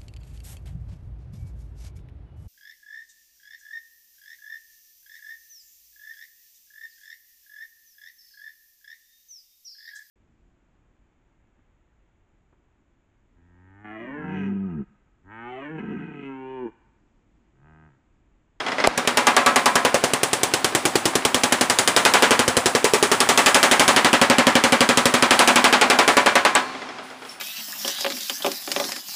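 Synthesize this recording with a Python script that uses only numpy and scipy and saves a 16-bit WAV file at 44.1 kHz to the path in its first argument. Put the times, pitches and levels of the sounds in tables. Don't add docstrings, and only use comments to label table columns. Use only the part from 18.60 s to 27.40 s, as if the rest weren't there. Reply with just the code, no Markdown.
import sys
import numpy as np
from scipy.fft import rfft, irfft, next_fast_len
from scipy.io import wavfile
from scipy.ndimage import uniform_filter1d, minimum_filter1d, map_coordinates

SR = 44100
rng = np.random.default_rng(int(sys.argv[2]) if len(sys.argv) > 2 else 0)


def to_wav(sig):
    pcm = np.clip(np.atleast_2d(sig), -1, 1) * 32767
    pcm = np.round(pcm).astype(np.int16)
    wavfile.write(sys.argv[1], SR, pcm.T)


N = 388065
TIME = np.arange(N) / SR
AGE = np.arange(2 ** 14) / SR

# (time [s], level [dB])
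LOOSE_KNOCKS = [(0.003, -18), (0.064, -16), (0.083, -17), (0.119, -16.5), (0.183, -14.5), (0.201, -13.5),
                (0.24, -6.5), (8.149, -29), (8.218, -26.5), (8.289, -26.5), (8.385, -26.5), (8.502, -29),
                (8.621, -29.5), (8.65, -29)]
# (frequency [Hz], level [dB])
CRACK_SPECTRUM = [(45, -27), (160, -14), (420, 17), (920, 3), (1750, 7.5), (3050, 8), (4600, 6), (7600, 6),
                  (10400, 3.5), (12400, -7), (14900, -8)]
# (time [s], speed [blows per second])
CRANK_SPEED = [(0.38, 10.15), (0.8, 10.41), (1.02, 10.09), (1.25, 10.71), (1.7, 10.09), (1.97, 9.3),
               (2.61, 10.31), (2.89, 11.44), (3.27, 11.27), (3.76, 11.92), (3.89, 11.27), (4.23, 10.67),
               (4.62, 11.56), (5.14, 12.04), (5.92, 11.75), (6.4, 12.1), (6.54, 11.82), (6.93, 12.06),
               (7.79, 10.54), (7.95, 9.63)]
# (time [s], level [dB])
CRACK_LEVEL = [(0.38, -26.5), (0.51, -22), (1.6, -20), (1.73, -18.5), (2.58, -20.5), (3.42, -14.5),
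               (3.89, -19.5), (5.23, -13.5), (5.5, -20.5), (6.6, -20), (6.74, -15), (7.27, -23),
               (7.45, -19.5), (7.65, -23), (7.95, -26)]
CRACK_SCATTER_DB = 1.14


def amp(db):
    return 10 ** (np.asarray(db) / 20)


def unit(x):
    return x / np.sqrt(np.mean(x ** 2, axis=-1, keepdims=True) + 1e-20)


def along(points, hz):
    f, v = np.transpose(points)
    return np.interp(np.log(hz + 1), np.log(f + 1), v)


def filtered(x, response):
    n = x.shape[-1]
    m = next_fast_len(n)
    return irfft(rfft(x, m) * response(np.fft.rfftfreq(m, 1 / SR)), m)[..., :n]


def coloured(x, spectrum):
    return unit(filtered(x, lambda hz: amp(along(spectrum, hz))))


def fade(t60, attack):
    return np.exp(-np.log(1000) * AGE / t60) * (1 - np.exp(-AGE / attack))


def placed(times, sounds):
    out = np.zeros(N + SR)
    for s, sound in zip(times, sounds):
        out[max(round(s * SR), 0):][:len(sound)] += sound
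    return out[:N]


def dense_modes(count, spectrum, likeness):
    blows = rfft(rng.standard_normal((count, len(AGE))))
    hz = np.fft.rfftfreq(len(AGE), 1 / SR)
    kept = np.clip(along(likeness, hz), 0, .98)
    for k in range(1, count):
        blows[k] = kept * blows[k - 1] + np.sqrt(1 - kept ** 2) * blows[k]
    return unit(irfft(blows * amp(along(spectrum, hz))))


def ringing(x, attack):
    # (frequency [Hz], ring time [s])
    bands = [(105, 0.43), (310, 0.21), (1020, 0.31), (2550, 0.2), (6100, 0.21), (13900, 0.4)]
    centres = np.transpose(bands)[0]
    share = lambda k: lambda hz: along(np.c_[centres, np.arange(len(bands)) == k], hz)
    return sum(filtered(x, share(k)) * fade(t60, attack) for k, (_, t60) in enumerate(bands))


def blow_times():
    first_blow_s = .376
    turns = np.cumsum(np.interp(TIME, *np.transpose(CRANK_SPEED))) / SR
    first, last = np.interp([first_blow_s, CRANK_SPEED[-1][0]], TIME, turns)
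    return np.interp(first + np.arange(round(last - first) + 1), turns, TIME)


def per_blow(curve, scatter_db):
    times = blow_times()
    return np.interp(times, *np.transpose(curve)) + scatter_db * rng.standard_normal(len(times))


def motor():
    # (frequency [Hz], level [dB])
    rumble_spectrum = [(27, -8), (62, -7), (135, -5), (255, 7.5), (520, 3), (1020, 7.5), (2050, 2.5),
                       (5100, -7.5), (10100, -22), (14900, -45)]
    # (frequency [Hz], level [dB])
    hum_tones = [(130, -66), (260, -51.5), (386, -57.5), (759, -51)]
    crank_db = np.interp(TIME, [.05, .55, 8.1, 8.65], [5.5, 6.5, 5.5, -5.5])
    rumble = amp(crank_db - 39.5) * coloured(rng.standard_normal(N), rumble_spectrum)
    drift = lambda rate: map_coordinates(rng.standard_normal(int(N * rate / SR) + 4), [TIME * rate])
    hum = sum(amp(db) * np.sqrt(2) * np.sin(2 * np.pi * hz * TIME + drift(rate=14))
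              for hz, db in hum_tones)
    return rumble + hum * amp(crank_db)


def linkage():
    # (frequency [Hz], level [dB])
    joint_spectrum = [(55, -24), (240, 6.5), (620, 11.5), (1150, 7.5), (2150, 4.5), (3400, -3), (5600, -10),
                      (9100, -21.5), (14900, -43)]
    likeness = [(320, 0.88), (5100, 0.17)]
    times, db = np.transpose(LOOSE_KNOCKS)
    body = dense_modes(len(times), joint_spectrum, likeness)
    knocks = amp(-10) * body * fade(t60=0.036, attack=0.00022)
    knocks += amp(-8.5) * ringing(body, attack=0.0014)
    blows = blow_times()
    timing, force = rng.standard_normal((len(blows) - 1, 2)).T
    returns = blows[:-1] + np.diff(blows) * (.78 + .05 * timing)
    ticks = dense_modes(len(returns), joint_spectrum, likeness) * fade(t60=0.053, attack=0.00054)
    tick_db = -27 + 4.6 * np.tanh(force)
    return placed(times, amp(db)[:, None] * knocks) + placed(returns, amp(tick_db)[:, None] * ticks)


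def pins():
    times, knock_db = np.transpose(LOOSE_KNOCKS)
    # (frequency [Hz], level [dB], ring time [s])
    modes = [(2015, -8, 0.055), (3310, -11.5, 0.045), (5100, -9, 0.017), (6660, -20, .012)]
    hz, db, t60 = np.transpose(modes)[:, :, None]
    chance = rng.standard_normal((len(times), 2, len(modes), 1))
    phase = 2 * np.pi * hz * (1 + 0.014 * chance[:, 0]) * AGE
    clinks = amp(db + 5.2 * np.tanh(chance[:, 1])) * np.sin(phase) * fade(t60, attack=0.00024)
    return placed(times, amp(knock_db)[:, None] * clinks.sum(axis=1))


def first_bite():
    noise = coloured(rng.standard_normal(len(AGE)), CRACK_SPECTRUM)
    tick = amp(-3.5) * fade(t60=0.01, attack=.00024) * noise
    pop_hz = 655
    pop = -amp(21) * fade(t60=0.0083, attack=0.00065) * np.sin(2 * np.pi * pop_hz * AGE)
    push = -amp(-11) * fade(t60=0.0095, attack=0.0008)
    return placed([.2727, .2744], [tick, pop + push])


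def die_crack():
    # (frequency [Hz], level [dB])
    sizzle_spectrum = [(42, -60), (95, 3), (255, 8.5), (820, 13), (2050, -1.5), (3150, 5), (4600, 2.5),
                       (8100, 4), (10400, -2.5), (12400, -18), (14900, -12)]
    times, crack_db = blow_times(), per_blow(CRACK_LEVEL, CRACK_SCATTER_DB)
    likeness = [(320, 0.87), (1450, 0.41), (7900, 0.09)]
    contact = dense_modes(len(times), CRACK_SPECTRUM, likeness)
    band_hz = np.linspace(0, SR / 2, 48)
    favour_db = 1.87 * rng.standard_normal((len(times), len(band_hz)))
    contact = unit(filtered(contact, lambda hz: amp([np.interp(hz, band_hz, row) for row in favour_db])))
    snap = amp(10) * fade(t60=0.025, attack=0.000068)
    crack = contact * (snap + amp(5.5) * fade(t60=0.054, attack=0.002))
    sizzle = amp(-1) * ringing(dense_modes(len(times), sizzle_spectrum, likeness), attack=0.001)
    return placed(times, amp(crack_db)[:, None] * (crack + sizzle))


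def die_ring():
    # (frequency [Hz], level [dB], ring time [s])
    die_modes = [(3100, 10, .013), (4910, 6.5, .011)]
    db_per_speed, pitch_scatter = 5, 0.031
    times, crack_db = blow_times(), per_blow(CRACK_LEVEL, CRACK_SCATTER_DB)
    speed = np.interp(times, *np.transpose(CRANK_SPEED))
    strength = amp(crack_db + db_per_speed * (speed - speed.mean()))
    hz, db, t60 = np.transpose(die_modes)[:, :, None]
    chance = rng.standard_normal((len(times), 2, len(die_modes), 1))
    phase = 2 * np.pi * hz * (1 + pitch_scatter * chance[:, 1]) * AGE
    pings = amp(db + 2 * np.tanh(chance[:, 0])) * np.sin(phase) * fade(t60, attack=0.00049)
    return placed(times, strength[:, None] * pings.sum(axis=1))


def clang():
    # (time [s], level [dB])
    clang_level = [(0.38, -28), (0.65, -19), (1.18, -22.5), (1.34, -26), (1.76, -34), (2.0, -28),
                   (2.25, -32.5), (2.9, -25.5), (3.24, -25.5), (3.42, -17), (3.65, -16), (3.88, -26.5),
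                   (4.61, -22.5), (4.81, -16.5), (6.3, -19.5), (6.43, -21.5), (6.74, -15), (7.95, -19.5)]
    # (frequency [Hz], level [dB])
    wash_spectrum = [(55, -40), (135, -28), (235, 1), (335, -4), (610, -2.5), (1020, -2.5), (1720, -1),
                     (2650, -4), (4100, -10.5), (7100, -20.5), (11100, -42), (14900, -46)]
    # (frequency [Hz], level [dB], ring time [s])
    sheet_modes = [(253.7, -11.5, 0.36), (390.5, -13, 0.3), (558.6, 1, 0.22), (695, -0.5, 0.24),
                   (744, 3.5, 0.22), (842, 7, 0.17), (984, 6.5, 0.21), (1055, -6, 0.99),
                   (1155.6, 8.5, 0.14), (1305, -3, 0.41), (1503, -8, 0.24), (1648, -1, 0.33),
                   (2067, -2.5, 0.24), (2353, -9.5, 0.7), (3285, -31.5, 0.99)]
    # (time [s], level [dB])
    edge_boost = [(.5, 0.5), (.8, 5.5), (1.17, 6.5), (1.4, 0), (6.6, -3), (7.9, 3.5)]
    times, clang_db = blow_times(), per_blow(clang_level, scatter_db=0.23)
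    likeness = [(320, .9), (1250, .74), (5100, .35)]
    wash = amp(8) * ringing(dense_modes(len(times), wash_spectrum, likeness), attack=0.00035)
    mode_db = np.transpose(sheet_modes)[1]
    tones = np.array([np.exp(2j * np.pi * hz * AGE) * fade(t60, attack=0.0031)
                      for hz, _, t60 in sheet_modes])
    chance = rng.standard_normal((len(times), 2, len(sheet_modes)))
    strength = amp(-8 + mode_db + 2.5 * chance[:, 0])
    phase = np.cumsum(1.364 * chance[:, 1], axis=0)
    boost = amp(np.interp(times, *np.transpose(edge_boost)))[:, None]
    long_tones = boost * ((strength * np.exp(1j * phase)) @ tones).real
    return placed(times, amp(clang_db)[:, None] * (wash + long_tones))


def spot_knocks(times):
    # (middle time [s], half length [s], level [dB], frequency [Hz])
    tight_spots = [(1.31, 0.13, -8.5, 513), (2.375, 0.27, -12, 317), (2.736, 0.14, -14, 543),
                   (3.716, 0.08, -8.5, 448), (4.02, 0.16, -11.5, 480), (4.35, .18, -4, 418),
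                   (5.494, 0.13, -11, 324), (6.72, 0.18, -20, 440)]
    plain_gain, plain_hz = amp(-31), 480
    pitch_scatter, overtone_ratio = 0.054, 2.1
    middle, half, db, hz = np.transpose(tight_spots)
    spot_gains = amp(db) * np.exp(-((times[:, None] - middle) / half) ** 2)
    gain = spot_gains.sum(axis=1) + plain_gain
    pitch = (spot_gains @ hz + plain_gain * plain_hz) / gain
    pitch *= 1 + pitch_scatter * rng.standard_normal(len(times))
    phase = 2 * np.pi * pitch[:, None] * AGE
    tone = np.sin(phase) + amp(-10) * np.sin(overtone_ratio * phase)
    return amp(15) * gain[:, None] * tone * fade(t60=0.021, attack=0.0031)


def thump():
    # (time [s], level [dB])
    boom_level = [(0.38, -21.5), (0.99, -22), (1.37, -18), (1.86, -35.5), (3.03, -17.5), (3.21, -35),
                  (3.76, -18.5), (3.94, -25), (5.02, -22.9), (5.74, -8.5), (6.97, -16.5), (7.35, -39),
                  (7.95, -53)]
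    # (time [s], level [dB])
    frame_level = [(.4, -31), (.85, -55), (1.4, -33), (2.5, -20.5), (3.5, -36), (3.9, -12.5), (4.7, -41),
                   (5.6, -18.5), (6.5, -16), (6.9, -28), (7.9, -31)]
    boom_hz, overtone_hz, frame_hz = 246, 548, 100
    times = blow_times()
    boom_db = per_blow(boom_level, scatter_db=0.4)[:, None]
    frame_db = per_blow(frame_level, scatter_db=0.4)[:, None]
    deep_fade = fade(t60=0.032, attack=0.0014) + amp(-27.5) * fade(t60=0.13, attack=0.0072)
    deep = np.sin(2 * np.pi * boom_hz * AGE) * deep_fade
    overtone = amp(-12.5) * np.sin(2 * np.pi * overtone_hz * AGE) * fade(t60=0.092, attack=0.0039)
    boom = amp(11.5 + boom_db) * (deep + overtone)
    frame = -amp(frame_db) * np.sin(2 * np.pi * frame_hz * AGE) * fade(t60=0.042, attack=0.00087)
    flex = boom + spot_knocks(times) + frame
    echoes = [(.0163, -12.5), (.0284, -18)]  # (delay [s], level [dB])
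    return placed(times, flex) + sum(amp(db) * placed(times + delay, flex) for delay, db in echoes)


def tink():
    # (time [s], frequency [Hz], level [dB], ring time [s])
    rings = [(7.952, 7960, 5, 0.0074), (7.953, 8250, -40, 0.28), (7.954, 4340, -38, 0.86),
             (8.693, 5450, -29.5, .07), (8.712, 5340, -43, .3), (8.7, 10250, -47, 0.33)]
    out = np.zeros(N)
    for start, hz, db, t60 in rings:
        chatter = np.cumsum(0.07 * rng.standard_normal(len(AGE)))
        tone = np.sin(2 * np.pi * hz * AGE + chatter)
        out += placed([start], [amp(db) * tone * fade(t60, attack=0.00029)])
    return out


def slide():
    # (time [s], level [dB])
    level = [(8.41, -75), (8.44, -50), (8.57, -57), (8.72, -43), (8.8, -58)]
    # (frequency [Hz], level [dB])
    spectrum = [(300, -20), (2500, 7), (6000, 0), (10200, 2), (12000, -7), (14900, -6)]
    return amp(np.interp(TIME, *np.transpose(level))) * coloured(rng.standard_normal(N), spectrum)


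def scene():
    blows = die_crack() + die_ring() + clang() + thump()
    clatter = linkage() + pins()
    sheet_in_and_out = first_bite() + tink() + slide()
    return (blows + clatter + sheet_in_and_out + motor())[None]


def limiter(x, ceiling_db, hold_s):
    size = max(int(hold_s * SR), 3)
    needed_gain = np.minimum(1, amp(ceiling_db) / (np.abs(x) + 1e-9))
    held_gain = minimum_filter1d(needed_gain, size, origin=(size - 1) // 2)
    return x * uniform_filter1d(held_gain, size)


def record(dry):
    bass_hz, notch_hz, top_hz = 32, 12490, 15400
    low_cut = lambda hz: (1j * hz / (bass_hz + 1j * hz)) ** 4
    notch = lambda hz: amp(-22 * np.exp(-((hz - notch_hz) / 280) ** 2))
    heard = filtered(dry, lambda hz: low_cut(hz) * notch(hz))
    flattened = np.clip(limiter(heard, ceiling_db=-3, hold_s=.0025), -.76, .76)
    return filtered(flattened, lambda hz: hz < top_hz)


dry = scene()
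out = record(dry)
to_wav(out)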